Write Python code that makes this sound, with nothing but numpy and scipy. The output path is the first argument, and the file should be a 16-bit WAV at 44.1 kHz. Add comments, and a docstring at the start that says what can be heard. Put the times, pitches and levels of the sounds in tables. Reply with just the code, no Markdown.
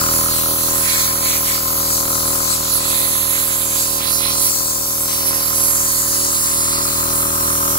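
"""Air compressor and open hose

A small twin-piston compressor drones beside a parked car: two uneven strokes a turn ring its casing,
and the valves clack. A hand plays with the open hose end, so the air jet hisses close to a phone's two
ports, its colour shifting on each side as thumb and nozzle move. Late on, the phone swings towards
the wheel and the pump changes colour."""
import sys
import numpy as np
from scipy import signal
from scipy.fft import rfft, irfft
from scipy.io import wavfile
from scipy.ndimage import uniform_filter1d

SR = 44100
rng = np.random.default_rng(int(sys.argv[2]) if len(sys.argv) > 2 else 0)


def transcribe(u):
    """Save the signal u as a 16-bit wav file named by the first command-line argument.

    u: samples, shape (n,) or (channels, n), limited to [-1, 1]; the rate is SR.
    q: integer samples, one column per channel.
    """
    v = np.clip(np.atleast_2d(u).T, -1, 1)
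    q = np.round(v * 32767).astype(np.int16)
    wavfile.write(sys.argv[1], SR, q)


N = 343344

SECOND_STROKE_AT, SECOND_STROKE_SIZE = .435, .85  # place in the turn, size against the first stroke
KNOCK_AT = .88  # place in the turn where the valves close
# How far the pump leads at the left port. Each row: frequency in Hz, lead in radians.
PUMP_LEAD = [(0, 0), (300, .25), (780, .7), (840, 2.2), (920, 1.2), (1040, 2.9), (1240, 1.6), (1480, 3),
             (1800, 1.9)]
# The casing's change of colour after the swing. Each row: frequency in Hz, left and right gain in dB.
SWUNG_CASING = [(415, 0.5, 1.5), (440, -13, 2), (540, 0.5, -17), (582, 2, 7), (700, -12, -0.5),
                (950, 7, -0.5)]


def undb(db):
    return 10 ** (np.asarray(db) / 20)


def read(table, at, log=False):
    """Columns of a table, joined by straight lines along the first."""
    key, *columns = np.transpose(table)
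    if log:
        key, at = np.log(key), np.log(np.maximum(at, 1))
    return np.array([np.interp(at, key, column) for column in columns])


def wander(shape, sizes):
    """Random drift with a spread of 1, smoothed twice along each axis."""
    field = rng.standard_normal(shape)
    for axis, size in enumerate(sizes):
        for _ in range(2):
            field = uniform_filter1d(field, max(int(size), 1), axis=axis)
    return field / field.std()


def shaped_noise(gain_db, common, lead, size):
    """Stereo noise in dB per Hz; a share is common to both ports, and the left leads in radians."""
    frames = dict(nperseg=size, noverlap=size * 3 // 4)
    hz, s, noise = signal.stft(rng.standard_normal((3, N)), SR, **frames)
    share = np.clip(common(hz[:, None], s), 0, 1)
    ports = np.sqrt(share) * noise[0] + np.sqrt(1 - share) * noise[1:]
    ports[0] *= np.exp(1j * lead(hz[:, None], s))
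    return signal.istft(ports * undb(gain_db(hz, s)), SR, **frames)[1][:, :N] * np.sqrt(SR / 2)


def causal_phase(log_gain):
    """Phase of a body that rings only after it is pushed, from the cepstrum of its gain."""
    cepstrum = irfft(log_gain)
    half = len(cepstrum) // 2
    cepstrum[1:half] *= 2
    cepstrum[half + 1:] = 0
    return rfft(cepstrum).imag


def swung(t, start_s=5.7, length_s=.52):
    """0 before the phone swings towards the wheel, 1 after."""
    return np.clip((t - start_s) / length_s, 0, 1)


def valve_share(hz, from_hz=1120, full_hz=1200):
    """Crossover: 0 where the casing rules, 1 where the valve plates do."""
    return np.clip((hz - from_hz) / (full_hz - from_hz), 0, 1)


def pump_db(t, clack_db=(-1.5, 4.5), swung_clack_db=(3.5, -4)):
    """Heard level of the casing and of the valve clack (left, right), which rises and falls further."""
    # The phone's automatic gain on the pump, drawn as a set curve. 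Each row: time in seconds, gain in dB.
    gain_ride = [(0, 4.5), (.5, 0.5), (1.0, 1), (1.4, 0), (2.25, 1.5), (2.7, 0), (3.4, -1.5), (4.0, -1.5),
                 (4.35, 0), (4.55, -3), (5.6, -.5), (6.3, -1.5), (7.2, 2), (7.79, 2.5)]
    casing_db = read(gain_ride, t)[0]
    port_db = np.array(clack_db)[:, None] + np.outer(swung_clack_db, swung(t))
    return casing_db, 1.79 * casing_db + port_db


def pump_harmonics(crank_hz=40.04, knock_smear=.004):
    """The pump's tones: their frequencies, and a player that mixes them along the crank's turns."""
    # The pump's spectrum. Each row: multiple of the crank speed, left and right base level in dB.
    harmonics = [(1, -43, -43), (2, -38, -38), (3, -39, -38), (4, -42, -42), (5, -40, -40), (6, -50, -49),
                 (7, -38, -37), (8, -49, -45), (9, -43, -38), (10, -60, -41), (11, -55, -55),
                 (12, -43, -54), (13, -38, -54), (14, -34, -41), (15, -46, -55), (16, -46, -49),
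                 (17, -51, -56), (18, -47, -47), (19, -53, -51), (20, -59, -45), (21, -43, -46),
                 (22, -53, -56), (23, -47, -44), (24, -56, -50), (25, -56, -45), (27, -52, -48),
                 (28, -50, -49), (29, -45, -47), (30, -42, -48), (31, -44, -42), (32, -41, -44),
                 (33, -47, -44), (34, -42, -42), (35, -46, -44), (36, -51, -47)]
    order, *level_db = np.transpose(harmonics)
    hz = order * crank_hz
    stroke_pair = 1 + SECOND_STROKE_SIZE * np.exp(-2j * np.pi * order * SECOND_STROKE_AT)
    body = np.log(undb(level_db[1]) / (np.abs(stroke_pair) + .3))
    body = uniform_filter1d(body, size=3, mode="nearest")
    # An open port radiates no steady pressure, so each suction dip rebounds.
    body = np.interp(np.arange(65), order, body, left=body[0] - 3)
    dip_phase = np.angle(stroke_pair) + causal_phase(body)[order.astype(int)]
    knock_phase = -2 * np.pi * (order * KNOCK_AT + knock_smear * (order - 32) ** 2)
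    phase = np.where(valve_share(hz) > .5, knock_phase, dip_phase)
    lead = read(PUMP_LEAD, hz)[0] * np.array([[1], [0]])
    partials = -np.sqrt(2) * undb(level_db) * np.exp(1j * (phase + lead))

    def play(gains, turn):
        cycle = np.arange(2049) / 2048
        wave = np.real(partials * gains @ np.exp(2j * np.pi * order[:, None] * cycle))
        return np.array([np.interp(turn % 1, cycle, side) for side in wave])
    return hz, play


def valve_knock(t, turn, jitter_turns=.002, scatter_db=2):
    """The valves knock once a turn, no two closings alike in time or force."""
    hz, play = pump_harmonics()
    _, valve_db = pump_db(t)
    knock = play(valve_share(hz) > .5, turn + jitter_turns * wander(N, [SR / 25]))
    swing_db = np.interp(swung(t), [0, 1], [-1, 1.5])
    return knock * undb(valve_db + swing_db + scatter_db * wander(N, [SR / 80]))


def casing_drone(t, turn, bass_hz=250):
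    """Two suction dips a turn ring the casing; the gain ride moves the bass more than the mids."""
    hz, play = pump_harmonics()
    casing_db, _ = pump_db(t)
    bass = play(hz <= bass_hz, turn) * undb(1.3 * casing_db)
    mid_band = (hz > bass_hz) * (valve_share(hz) <= .5)
    before = play(mid_band, turn)
    after = play(mid_band * undb(read(SWUNG_CASING, hz)), turn)
    mids = before + swung(t) * (after - before)
    return bass + mids * undb(casing_db + wander(N, [SR / 12]))


def panel_rings(t, turn, strike_at=.99, scatter_db=2, scatter_rad=.75, swung_right_db=11.5):
    """Each turn's first stroke strikes the casing panels, never with quite the same force or timing."""
    # Panel modes. Each row: pitch in Hz, time to fall 60 dB in seconds, left and right base level
    # in dB, left lead in radians.
    modes = [(1045.7, 0.15, -23.5, -38, 2.75), (1554, 0.057, -35.5, -49.5, 0.2)]
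    hits = np.flatnonzero(np.diff(np.floor(turn - strike_at)))
    panels = 0
    for hz, t60, *level_db, lead in modes:
        force, slip = rng.standard_normal((len(hits), 2)).T
        blows = np.zeros(N, complex)
        blows[hits] = undb(scatter_db * force) * np.exp(1j * scatter_rad * slip)
        pole = np.exp(2j * np.pi * hz / SR - np.log(1000) / (t60 * SR))
        ring = signal.lfilter([1], [1, -pole], blows)
        panels += undb(level_db)[:, None] * np.imag(ring * np.exp(1j * np.array([[lead], [0]])))
    casing_db, _ = pump_db(t)
    return panels * undb(casing_db + np.outer([0, swung_right_db], swung(t)))


def pump_rattle(turn, burst_turns=.13, clack_turns=.09):
    """Noise that bursts after each stroke in the casing and at each closing in the valves."""
    # Rough breath between the tones. Each row: frequency in Hz, left and right base level in dB per Hz.
    breath = [(25, -84, -84), (60, -64, -64), (180, -71, -71), (400, -78, -72), (460, -81, -79),
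              (600, -77, -77), (800, -75, -74), (980, -74, -72), (1040, -62, -69), (1110, -68, -73),
              (1250, -69, -68), (1420, -72, -71), (1600, -78, -78)]

    def pulsed_noise(band, gate):
        def gain_db(hz, s):
            casing_db, valve_db = pump_db(s)
            casing_db = casing_db + read(SWUNG_CASING, hz)[:, :, None] * swung(s)
            share = valve_share(hz)[:, None]
            ride_db = (1 - share) * casing_db + share * valve_db[:, None]
            return read(breath, hz, log=True)[:, :, None] + ride_db + 10 * np.log10(band(share) + 1e-9)
        noise = shaped_noise(gain_db, common=lambda hz, s: .88 - hz / 2600,
                             lead=lambda hz, s: read(PUMP_LEAD, hz)[0], size=2048)
        return noise * gate / np.sqrt(np.mean(gate ** 2))
    first = np.exp(-(turn % 1) / burst_turns)
    second = SECOND_STROKE_SIZE * np.exp(-((turn - SECOND_STROKE_AT) % 1) / burst_turns)
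    from_closing = (turn - KNOCK_AT + .5) % 1 - .5
    closing = np.exp(-.5 * (from_closing / clack_turns) ** 2)
    casing = pulsed_noise(band=lambda share: 1 - share, gate=.65 + first + second)
    valves = pulsed_noise(band=lambda share: share, gate=.5 + closing)
    return casing + valves


def hand_db(t, hold_share=.31):
    """The hand's EQ on the jet: slow aim plus thumb strokes that close, hold and open."""
    # The nozzle's aim. Each row: time in seconds, then in dB the low rush, its bottom,
    # body left and right, lower body left and right, edge left and right.
    aim = [(0, -7.5, 8, 3.5, 2, 6.5, -7, 5.5, -1.5), (.5, 1, -2.5, -1, -4.5, 1.5, 2.5, 6.5, 4),
           (1.1, -0.5, 2, -0.5, -1.5, 5.5, 0.5, 4, 1), (1.7, -4, -3.5, 0, -4, -3, 3, 4, -3.5),
           (2.35, -5.5, 0, 6, -8, -1.5, 4, 6, -3), (2.7, 0.5, -7, 2.5, -0.5, 3, -1.5, 1, -2.5),
           (3.4, 5, 1, 0.5, -1, -3.5, -2.5, 2, 6.5), (3.7, 1.5, -3, 0.5, -1.5, 0, -4, -1, 1.5),
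           (4.3, 1.5, -7.5, 0.5, 2, 7, 1, -0.5, 3.5), (4.55, -5, -1.5, 7, -0.5, 0, 1, 5, -1),
           (4.9, -6, -8, 5, -10.5, -2, 5.5, 3, -3), (5.35, -0.5, 1.5, -2.5, -4, 9.5, 1.5, 1, 1),
           (5.75, -4.5, 0, 3.5, 1.5, 1, -4.5, 2.5, 2.5), (6.5, -0.5, -3, 5, 2.5, 1.5, -6, 2, 2),
           (6.85, 2, -3, 2, 1, 2, -1.5, 1.5, -4.5), (7.2, -2, -3, 1.5, -0.5, 1, -9, 4.5, -2),
           (7.79, -4, -1, 1.5, 0.5, 3.5, -5, 4, 0)]
    # Thumb across the hose end. Each row: middle and length in seconds, then rush, body and edge in dB.
    thumb = [(0.144, 0.15, 3, 2.5, 5.5), (0.366, 0.18, 5, 2, 0.5), (0.956, 0.38, 10, 4.5, 0.5),
             (1.306, .2, 12.5, 6, 3), (1.515, 0.19, 12, 5, 2), (1.934, 0.21, 2.5, 5, 1.5),
             (2.53, 0.14, 2, 3.5, 0), (2.752, 0.12, -4, -0.5, 9), (2.947, 0.22, 5, 1, 3),
             (3.798, 0.16, 4, 5.5, 2.5), (4.052, 0.14, 7.5, -4, -3), (4.145, 0.11, -3, 0, 4),
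             (4.26, 0.19, 10, -6, -1), (4.45, 0.17, 6, 0, 7), (5.113, 0.13, 7.5, 2, 1),
             (5.28, 0.045, 4.5, 2, 4)]
    middle, length, *stroke_db = np.transpose(thumb)
    away = 2 * np.abs(t[:, None] - middle) / length
    pressed = np.clip((1 - away) / (1 - hold_share), 0, 1)
    rush, body, edge = np.array(stroke_db) @ pressed.T
    still = np.zeros_like(t)
    return read(aim, t) + [rush, still, .9 * body, body, still, still, .51 * edge, edge]


def air_jet(patchy_db=1.73, flicker_db=1.72, hump_rest_hz=10680, core_width_hz=350):
    """Turbulent hiss: low rush, body and top edge follow the hand, and narrow patches come and go."""
    # The jet's colour. Each row: frequency in Hz, left and right base level in dB per Hz.
    colour = [(1630, -68, -65), (2020, -67.5, -62.5), (2900, -71, -67.5), (3650, -68.5, -65),
              (4230, -72, -56), (5900, -62, -63.5), (6460, -61.5, -59), (7180, -61.5, -55),
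              (8130, -57, -67), (8870, -65.5, -54), (9100, -65.5, -61), (10300, -64.5, -50.5),
              (12050, -63, -58), (14800, -62, -62), (16600, -57, -50.5)]
    # A hump of hiss on the right slides with the aim. Each row: time in seconds, centre in Hz,
    # gain of its narrow core in dB.
    hump = [(0, 11360, -5), (2.6, 11180, 4.5), (4.5, 11120, -2.5), (5.0, 11300, 6.5), (5.7, 11340, 2),
            (6.1, 10600, -2), (6.8, 10670, 3.5), (7.79, 11450, -0.5)]
    # The jet's usual lead at the left port. Each row: frequency in Hz, lead in radians.
    usual_lead = [(1400, 2.3), (2400, 2.5), (2930, 3.3), (3960, 5.6), (5510, 9.4), (7060, 12.1),
                  (12200, 18.8), (15500, 29)]
    # The nozzle moves across the phone. Each row: time in seconds, factor on the usual lead.
    nozzle_side = [(0, 1), (.4, 1.28), (.7, 1.02), (2.9, 1.08), (3.75, 1.02), (4.2, .81), (4.55, 1),
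                   (5.2, .9), (6.2, 1), (6.6, .8), (7.79, .9)]

    def gain_db(hz, s):
        rush, bottom, body_l, body_r, lower_l, lower_r, edge_l, edge_r = hand_db(s)
        hz = hz[:, None]
        rush_band = np.clip((4500 - hz) / 1000, 0, 1)
        rush_taper = np.clip((hz - 1300) / 900, .2, 1)
        bottom_band = np.clip((2700 - hz) / 700, 0, 1)
        lower_band = (1 - rush_band) * np.clip((6600 - hz) / 900, 0, 1)
        edge_band = np.clip((hz - 8500) / 1000, 0, 1)
        # The hump moves more than its flanks.
        hump_shape = np.clip(np.minimum((14500 - hz) / 2500, (hz - 8800) / 1500), .3, 1)
        eq_db = rush_band * rush_taper * np.array([.52 * rush, rush])[:, None]
        eq_db += (1 - rush_band - edge_band) * np.array([body_l, body_r])[:, None]
        eq_db += bottom_band * bottom
        eq_db += lower_band * np.array([lower_l, lower_r])[:, None]
        eq_db[0] += edge_band * edge_l
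        eq_db[1] += edge_band * hump_shape * edge_r
        centre_hz, core_db = read(hump, s)
        slide_hz = edge_band * (centre_hz - hump_rest_hz)
        eq_db[0] += read(colour, hz, log=True)[0]
        eq_db[1] += read(colour, hz - slide_hz, log=True)[1]
        eq_db[1] += core_db * np.exp(-.5 * ((hz - centre_hz) / core_width_hz) ** 2)
        low_cut_db = -30 * np.log2(np.maximum(1600 / np.maximum(hz, 1), 1))
        patches = wander(eq_db.shape, [1, 3, 150])
        flicker = wander(eq_db.shape, [1, 14, 16])
        return eq_db + low_cut_db + patchy_db * patches + flicker_db * flicker

    def common(hz, s):
        return .92 - hz / 24000 + .38 * wander((len(hz), len(s)), [5, 100])

    def lead(hz, s):
        treble_drift = (hz / 11000) ** 2 * wander((len(hz), len(s)), [8, 60])
        return read(usual_lead, hz)[0] * read(nozzle_side, s)[0] + treble_drift
    return shaped_noise(gain_db, common, lead, size=512)


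def scene(start_turn=.327):
    """One crank drives every layer of the pump, and the jet hisses over it."""
    # The crank's speed. Each row: time in seconds, turns per second.
    crank = [(0, 40.41), (1.6, 40.025), (2.6, 40.03), (3.7, 39.925), (4.6, 39.995), (6.0, 40.02),
             (7.79, 40.04)]
    t = np.arange(N) / SR
    turn = start_turn + np.cumsum(read(crank, t)[0]) / SR
    pump = valve_knock(t, turn) + casing_drone(t, turn) + panel_rings(t, turn) + pump_rattle(turn)
    return pump + air_jet()


def record(dry, top_hz=15720):
    """The phone rounds the loudest peaks and cuts the top steeply."""
    high_cut = signal.ellip(12, .3, 80, top_hz, fs=SR, output="sos")
    return signal.sosfilt(high_cut, np.tanh(dry))


dry = scene()
out = record(dry)
transcribe(out)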